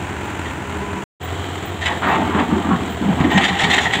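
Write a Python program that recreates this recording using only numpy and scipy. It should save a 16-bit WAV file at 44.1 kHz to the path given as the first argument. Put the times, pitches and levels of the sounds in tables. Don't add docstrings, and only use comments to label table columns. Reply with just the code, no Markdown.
import sys
import numpy as np
from scipy import signal
from scipy.fft import rfft, irfft
from scipy.io import wavfile
from scipy.ndimage import uniform_filter1d

SR = 44100
rng = np.random.default_rng(int(sys.argv[2]) if len(sys.argv) > 2 else 0)


def store_pcm(level_fs):
    pcm = np.round(np.clip(level_fs, -1, 1) * 32767).astype(np.int16)
    wavfile.write(sys.argv[1], SR, np.atleast_2d(pcm).T)


N = 176400
T = np.arange(N) / SR
PAUSE_S = (1.040, 1.198)

# (pitch [Hz], fade time [s])
ECHO_FADES = [(100, 0.29), (1000, 0.39), (4000, 0.58), (12000, 0.45)]
# (time [s], level [dB])
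CHIRPS = [(.232, -56), (.51, -56), (1.226, -39), (1.647, -43), (2.066, -47), (2.888, -45), (3.305, -48),
          (3.72, -47)]
# (pitch [Hz], level before the swell [dB])
PUMP_TONES = [(194, -35), (409, -36.5), (996, -39.5)]
# (time [s], boost [dB])
PUMP_SWELL = [(0, -3), (.5, -9.5), (.8, 4.5), (1.04, 2.5), (1.25, -10), (4, 1.5)]
# (time [s], firing rate [Hz])
ENGINE_SPEED = [(0, 85.7), (.4, 84.1), (.8, 82.75), (1.0, 88), (1.3, 90), (1.75, 91.35), (2.1, 88),
                (2.6, 89.7), (3.1, 81.5), (3.5, 86), (4, 81.8)]
# (time [s], drone level [dB], roar level [dB])
ENGINE_LEVELS = [(0, -32, -27), (.5, -35.5, -26), (1.0, -34.5, -28), (1.3, -29.5, -27), (1.8, -31.5, -27.5),
                 (2.8, -30.5, -27.5), (3.3, -30.5, -27), (4, -39, -25)]
# (pitch [times the firing rate], relative level [dB])
DRONE_TONES = [(.5, -33.5), (1, -1.5), (1.5, -12.5), (2, -18.5), (3, -23)]
# (pitch [Hz], relative level [dB])
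ROAR_BEFORE = [(20, -27), (38, -22), (68, 0), (95, 1), (130, -2.5), (250, -4.5), (320, 0), (520, -11),
               (700, -8), (950, -5), (1200, -12), (1400, -8), (1750, -11.5), (2300, -13.5), (3000, -17.5),
               (4100, -27.5), (5200, -36.5), (7400, -24), (9000, -35.5), (11800, -46), (15500, -40)]
# (pitch [Hz], relative level [dB])
ROAR_AFTER = [(20, -17), (38, -49), (75, -0.5), (150, -3.5), (240, -6), (320, -3), (450, -5), (560, -14),
              (710, -3), (830, -9), (1400, -12.5), (2000, -14), (2650, -19.5), (3150, -13.5), (3450, -19),
              (3900, -21.5), (4900, -36.5), (5800, -35), (6500, -30.5), (7600, -23.5), (8700, -37),
              (11800, -46), (14500, -39.5)]
# (time [s], pitch [Hz], level [dB], fade time [s])
CLINKS = [(1.86, 1920, -20.5, 0.21), (2.217, 877, -15, .05), (2.704, 1103, -17.5, .18),
          (2.707, 1340, -20.5, 0.074), (3.085, 863, -25, 0.51), (3.24, 1840, -23, 0.16),
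          (3.352, 6380, -34, 0.17), (3.805, 6740, -35, .15)]
# (time [s], level [dB])
CRACKS = [(0.457, -25), (1.858, -13), (2.397, -20), (3.304, -24), (3.378, -11), (3.444, -13.5), (3.64, -17),
          (3.702, -11), (3.738, -10.5), (3.783, -16), (3.939, -19)]
# (time [s], length [s], level [dB], pitch [Hz])
CRUNCHES = [(1.86, .07, -25, 860), (2.017, 0.069, -18.5, 1230), (2.083, 0.083, -17.5, 950),
            (2.178, 0.046, -22, 790), (2.237, 0.21, -26, 920), (2.335, .025, -19.5, 1050),
            (2.372, 0.041, -20, 940), (2.432, 0.012, -26.5, 850), (2.493, 0.062, -25.5, 950),
            (2.574, 0.047, -26, 900), (2.636, 0.064, -26.5, 940), (2.704, 0.039, -22, 1009),
            (2.744, 0.07, -36, 1100), (2.81, 0.044, -30.5, 805), (3.023, .05, -27.5, 680),
            (3.082, 0.05, -24, 700), (3.182, 0.11, -24.5, 710), (3.31, 0.044, -21.5, 784),
            (3.368, 0.075, -23.5, 970), (3.482, 0.042, -28, 1030), (3.598, 0.072, -24, 885),
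            (3.701, 0.16, -25.5, 824), (3.902, 0.12, -32.5, 910)]
# (pitch [Hz], relative level [dB])
STONE_COLOUR = [(50, -41), (150, 1), (420, 1.5), (560, -3), (800, 1), (1250, -1.5), (1600, -3.5),
                (2200, -8), (3500, -16), (5000, -59), (7500, -43), (12000, -64)]
# (time [s], level [dB], centre pitch [Hz])
KNOCKS = [(1.92, -23.5, 380), (2.046, -19.5, 190), (2.112, -20, 208), (2.165, -13.5, 240),
          (2.191, -16, 196), (2.22, -17.5, 240), (2.274, -16, 235.6), (2.345, -11, 239),
          (2.385, -12.5, 282), (2.419, -22, 228), (2.487, -17, 240), (2.517, -7.5, 229),
          (2.562, -13.5, 275), (2.645, -14.5, 224), (2.679, -14, 235), (2.705, -12, 254),
          (2.714, -8.5, 159), (2.816, -16, 232), (2.896, -22, 220.6), (3.011, -12.5, 243),
          (3.057, -10.5, 176), (3.08, -11, 188), (3.106, -18, 156), (3.173, -16.5, 196), (3.204, -7.5, 176),
          (3.243, -7.5, 255), (3.271, -17, 230), (3.312, -18.5, 220), (3.347, -7.5, 195),
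          (3.37, -13.5, 197), (3.403, -17.5, 260), (3.497, -16, 179), (3.634, -15, 171),
          (3.669, -15.5, 206), (3.764, -21.5, 254), (3.936, -26.5, 260), (3.965, -19.5, 216)]
# (time [s], length [s], level [dB], added brightness [dB per octave])
SCRAPES = [(0.456, 0.027, -37, 4), (0.494, 0.0097, -34.5, 3), (1.808, 0.039, -25, .5),
           (1.85, .032, -20.5, 0), (1.897, 0.029, -26.5, -6), (2.024, 0.071, -24.5, -4.5),
           (2.088, 0.076, -24.5, -4), (2.344, 0.0079, -27, 0), (2.382, .022, -20.5, -6),
           (2.75, 0.0085, -28, -1), (3.195, 0.019, -25, -2), (3.235, 0.015, -20, -4.5),
           (3.297, 0.081, -21, -1), (3.369, 0.017, -12, -3.5), (3.402, 0.055, -18.5, 0.8),
           (3.432, 0.027, -15, 1), (3.476, 0.015, -15, -0.5), (3.522, 0.13, -24.5, -1.5),
           (3.585, 0.039, -16.5, 0.9), (3.63, 0.016, -14, .6), (3.665, 0.04, -23, -3.5),
           (3.695, 0.027, -15, 2), (3.725, 0.022, -12.5, 1.5), (3.757, .015, -21.5, 5),
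           (3.772, 0.017, -12, -0.8), (3.801, 0.055, -23.5, 4.3), (3.847, 0.023, -19, -3.8),
           (3.9, 0.01, -19.5, -3.5), (3.922, 0.034, -17, 1.5), (3.961, .04, -27, 0)]
# (pitch [Hz], relative level [dB])
STEEL_COLOUR = [(50, -43.5), (200, -24.5), (550, -15), (800, 3), (1100, -12.5), (1550, -8), (1900, 7.5),
                (2450, -7), (3100, -2), (3800, -6), (4400, -18.5), (5200, -26.5), (6300, -23), (7300, -16),
                (8500, -30), (12000, -50.5), (15500, -54)]
# (pitch [Hz], relative level [dB], fade time [s])
BUCKET_TONES = [(804, -2, 0.13), (1743, -39, 0.078), (1860, -25, 0.023), (1860, 19, 0.061),
                (2732, 7.5, 0.073), (3027, -6.5, 0.04), (3430, -2, 0.088), (3890, -34.5, 0.42),
                (5520, -9, 0.035), (6830, -3, 0.05), (6880, -33, 0.06)]


def amp(db):
    return 10 ** (np.asarray(db) / 20)


def unit(x):
    return x / np.sqrt(np.mean(x ** 2) + 1e-20)


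def curve(rows, column=1):
    rows = np.array(rows)
    return np.interp(T, rows[:, 0], rows[:, column])


def at_pitch(points, hz):
    pitches, values = np.transpose(points)
    return np.interp(np.log(hz + 1), np.log(pitches), values)


def add(mix, start_s, sound):
    part = mix[round(start_s * SR):][:len(sound)]
    part += sound[:len(part)]


def drift(hz):
    keep_slow = np.exp(-(np.fft.rfftfreq(N, 1 / SR) / hz) ** 2)
    return unit(irfft(rfft(rng.standard_normal(N)) * keep_slow, N))


def colour(x, points, size=4096):
    log_gain = np.log(amp(at_pitch(points, abs(np.fft.fftfreq(size, 1 / SR)))))
    response = np.exp(np.conj(signal.hilbert(log_gain)))
    taps = np.fft.ifft(response).real[:size // 2]
    return signal.oaconvolve(x, taps / np.linalg.norm(taps))[:N]


def own_colour(points, uneven_db):
    hz = np.geomspace(50, 16000, 300)
    return hz, at_pitch(points, hz) + uneven_db * rng.standard_normal(len(hz))


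def envelope(t, rise, hold, fade):
    return np.minimum(t / rise, 1) * np.exp(-np.log(1000) * np.maximum(t - hold, 0) / fade)


def slips(length, per_s, spread_db, clump_db, rise, fade):
    t = T[:SR // 3]
    clumps = unit(uniform_filter1d(rng.standard_normal(len(t)), size=300))
    strength = amp(spread_db * np.minimum(rng.exponential(1, len(t)), 4) + clump_db * clumps)
    clicks = strength * rng.choice([-1, 1], len(t)) * (rng.random(len(t)) < per_s / SR)
    local_level = np.sqrt(abs(uniform_filter1d(clicks ** 2, size=900)) + 1e-6)
    return clicks / local_level * envelope(t, rise, length, fade)


def quarry_echo(x):
    length = SR // 2
    bounces = rng.standard_normal(length) * (rng.random(length) < 2000 / SR) * (T[:length] > .008)
    hz, t, bands = signal.stft(bounces, SR, nperseg=256)
    fading = np.exp(-np.log(1000) * t / at_pitch(ECHO_FADES, hz)[:, None])
    tail = signal.istft(bands * fading, SR)[1]
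    return signal.oaconvolve(x, tail / np.linalg.norm(tail))[:N]


def chirps(pitch_hz=15020):
    level = np.zeros(N)
    for start, db in CHIRPS:
        add(level, start, amp(db) * envelope(T[:SR // 4], rise=.008, hold=.015, fade=.2))
    angle = 2 * np.pi * pitch_hz * T
    return level * (drift(70) * np.sin(angle) + drift(70) * np.cos(angle))


def truck(firing_hz=71.3, level_db=-42.5):
    turns = np.cumsum(firing_hz * (1 + .048 * drift(12))) / SR
    return amp(level_db + 2.3 * drift(4.9)) * np.sin(2 * np.pi * turns)


def pump(flutter_db=3):
    whine = np.zeros(N)
    for hz, db in PUMP_TONES:
        level = amp(db + flutter_db * drift(30))
        turns = np.cumsum(hz * (1 + .0073 * drift(15.6))) / SR
        whine += level * np.sin(2 * np.pi * turns)
    return whine * amp(curve(PUMP_SWELL))


def engines(throb_db=3.1, clatter_hz=43.1):
    turns = np.cumsum(curve(ENGINE_SPEED) * (1 + .036 * drift(20))) / SR
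    drone = sum(amp(db + throb_db * drift(13.5)) * np.sin(2 * np.pi * (multiple * turns + rng.random()))
                for multiple, db in DRONE_TONES)
    cycle = np.cumsum(clatter_hz * (1 + .0063 * drift(4.2))) / SR % 1
    clatter = 1 + .5 * np.exp(-cycle / .35)
    puffs = rng.standard_normal(N) * clatter
    puffs *= amp(.6 * drift(5) + 1.2 * drift(220))
    before, after = unit(colour(puffs, ROAR_BEFORE)), unit(colour(puffs, ROAR_AFTER))
    roar = np.where(T < np.mean(PAUSE_S), before, after)
    return amp(curve(ENGINE_LEVELS, column=1)) * unit(drone) + amp(curve(ENGINE_LEVELS, column=2)) * roar


def clinks():
    out, t = np.zeros(N), T[:SR // 3]
    for start, hz, db, fade in CLINKS:
        turns = np.cumsum(hz * (1 + .018 * drift(190)[:len(t)])) / SR
        level = amp(db) * envelope(t, rise=.0033, hold=.0059, fade=fade)
        add(out, start, level * np.sin(2 * np.pi * turns))
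    return out


def cracks(db_per_octave=.6):
    out, t = np.zeros(N), T[:SR // 8]
    for start, db in CRACKS:
        hz, shape = own_colour(STEEL_COLOUR, uneven_db=6.5)
        shape += db_per_octave * np.log2(hz)
        snap = rng.standard_normal(len(t)) * envelope(t, rise=.00084, hold=.0022, fade=.022)
        add(out, start, amp(db) * colour(snap, np.column_stack([hz, shape])))
    return out


def stones(peak_db=7, peak_octaves=.52):
    out = np.zeros(N)
    for start, length, db, pitch_hz in CRUNCHES:
        hz, shape = own_colour(STONE_COLOUR, uneven_db=3.5)
        shape += peak_db * np.exp(-(np.log2(hz / pitch_hz) / peak_octaves) ** 2)
        clicks = slips(length, per_s=2000, spread_db=3, clump_db=0, rise=.0052, fade=.082)
        add(out, start, amp(db) * colour(clicks, np.column_stack([hz, shape])))
    return out


def boulders(low_hz=133, high_hz=1300, ground_db=-16.5):
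    out, t = np.zeros(N), T[:SR // 3]
    hz = np.fft.rfftfreq(len(t), 1 / SR) + 1
    edges = (1 + (hz / high_hz) ** 2) * (1 + (low_hz / hz) ** 8)
    for start, db, centre_hz in KNOCKS:
        octaves = np.log2(hz / centre_hz)
        peak = amp(6 * np.exp(-(octaves / .094) ** 2))
        band = 1 / (1 + (octaves / .52) ** 4 / 2)
        phases = np.exp(2j * np.pi * rng.random(len(hz)))
        tones = irfft(peak * band * phases / edges, len(t))
        knock = tones * envelope(t, rise=.0028, hold=.015, fade=.19)
        knock /= np.sqrt(np.sum(knock ** 2) / (.0083 * SR))
        add(out, start, amp(db) * knock)
        ground_hz = 79 * rng.uniform(.98, 1.14)
        shake = envelope(t, rise=.027, hold=.015, fade=.25) * np.sin(2 * np.pi * ground_hz * t)
        add(out, start, amp(db + ground_db) * shake)
    return out


def teeth(ring_db=-14):
    rasp, shake, t = np.zeros(N), np.zeros(N), T[:SR // 3]
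    for start, length, db, brightness in SCRAPES:
        hz, shape = own_colour(STEEL_COLOUR, uneven_db=4)
        shape += brightness * np.log2(hz)
        clicks = amp(db) * slips(length, per_s=4000, spread_db=3, clump_db=.5, rise=.01, fade=.055)
        add(rasp, start, colour(clicks, np.column_stack([hz, shape])))
        add(shake, start, clicks)
    ring = sum(amp(db) * unit(np.exp(-np.log(1000) * t / fade) * np.sin(2 * np.pi * hz * t))
               for hz, db, fade in BUCKET_TONES)
    return rasp + amp(ring_db) * signal.oaconvolve(shake, ring / np.linalg.norm(ring))[:N]


def scene(echo_db=-9):
    digging = boulders() + stones() + teeth() + cracks() + clinks()
    background = engines() + truck() + pump() + chirps()
    return (background + digging + amp(echo_db) * quarry_echo(digging))[None]


def record(dry, fade_in_s=.021, ceiling=1.15, top_hz=15700):
    stop, resume = PAUSE_S
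    sound_on = (T < stop) + np.clip((T - resume) / fade_in_s, 0, 1)
    rounded = ceiling * np.tanh(dry * sound_on / ceiling)
    low_pass = signal.firwin(511, top_hz, window=("kaiser", 9), fs=SR)
    return signal.oaconvolve(rounded, low_pass[None], "same")


dry = scene()
out = record(dry)
store_pcm(out)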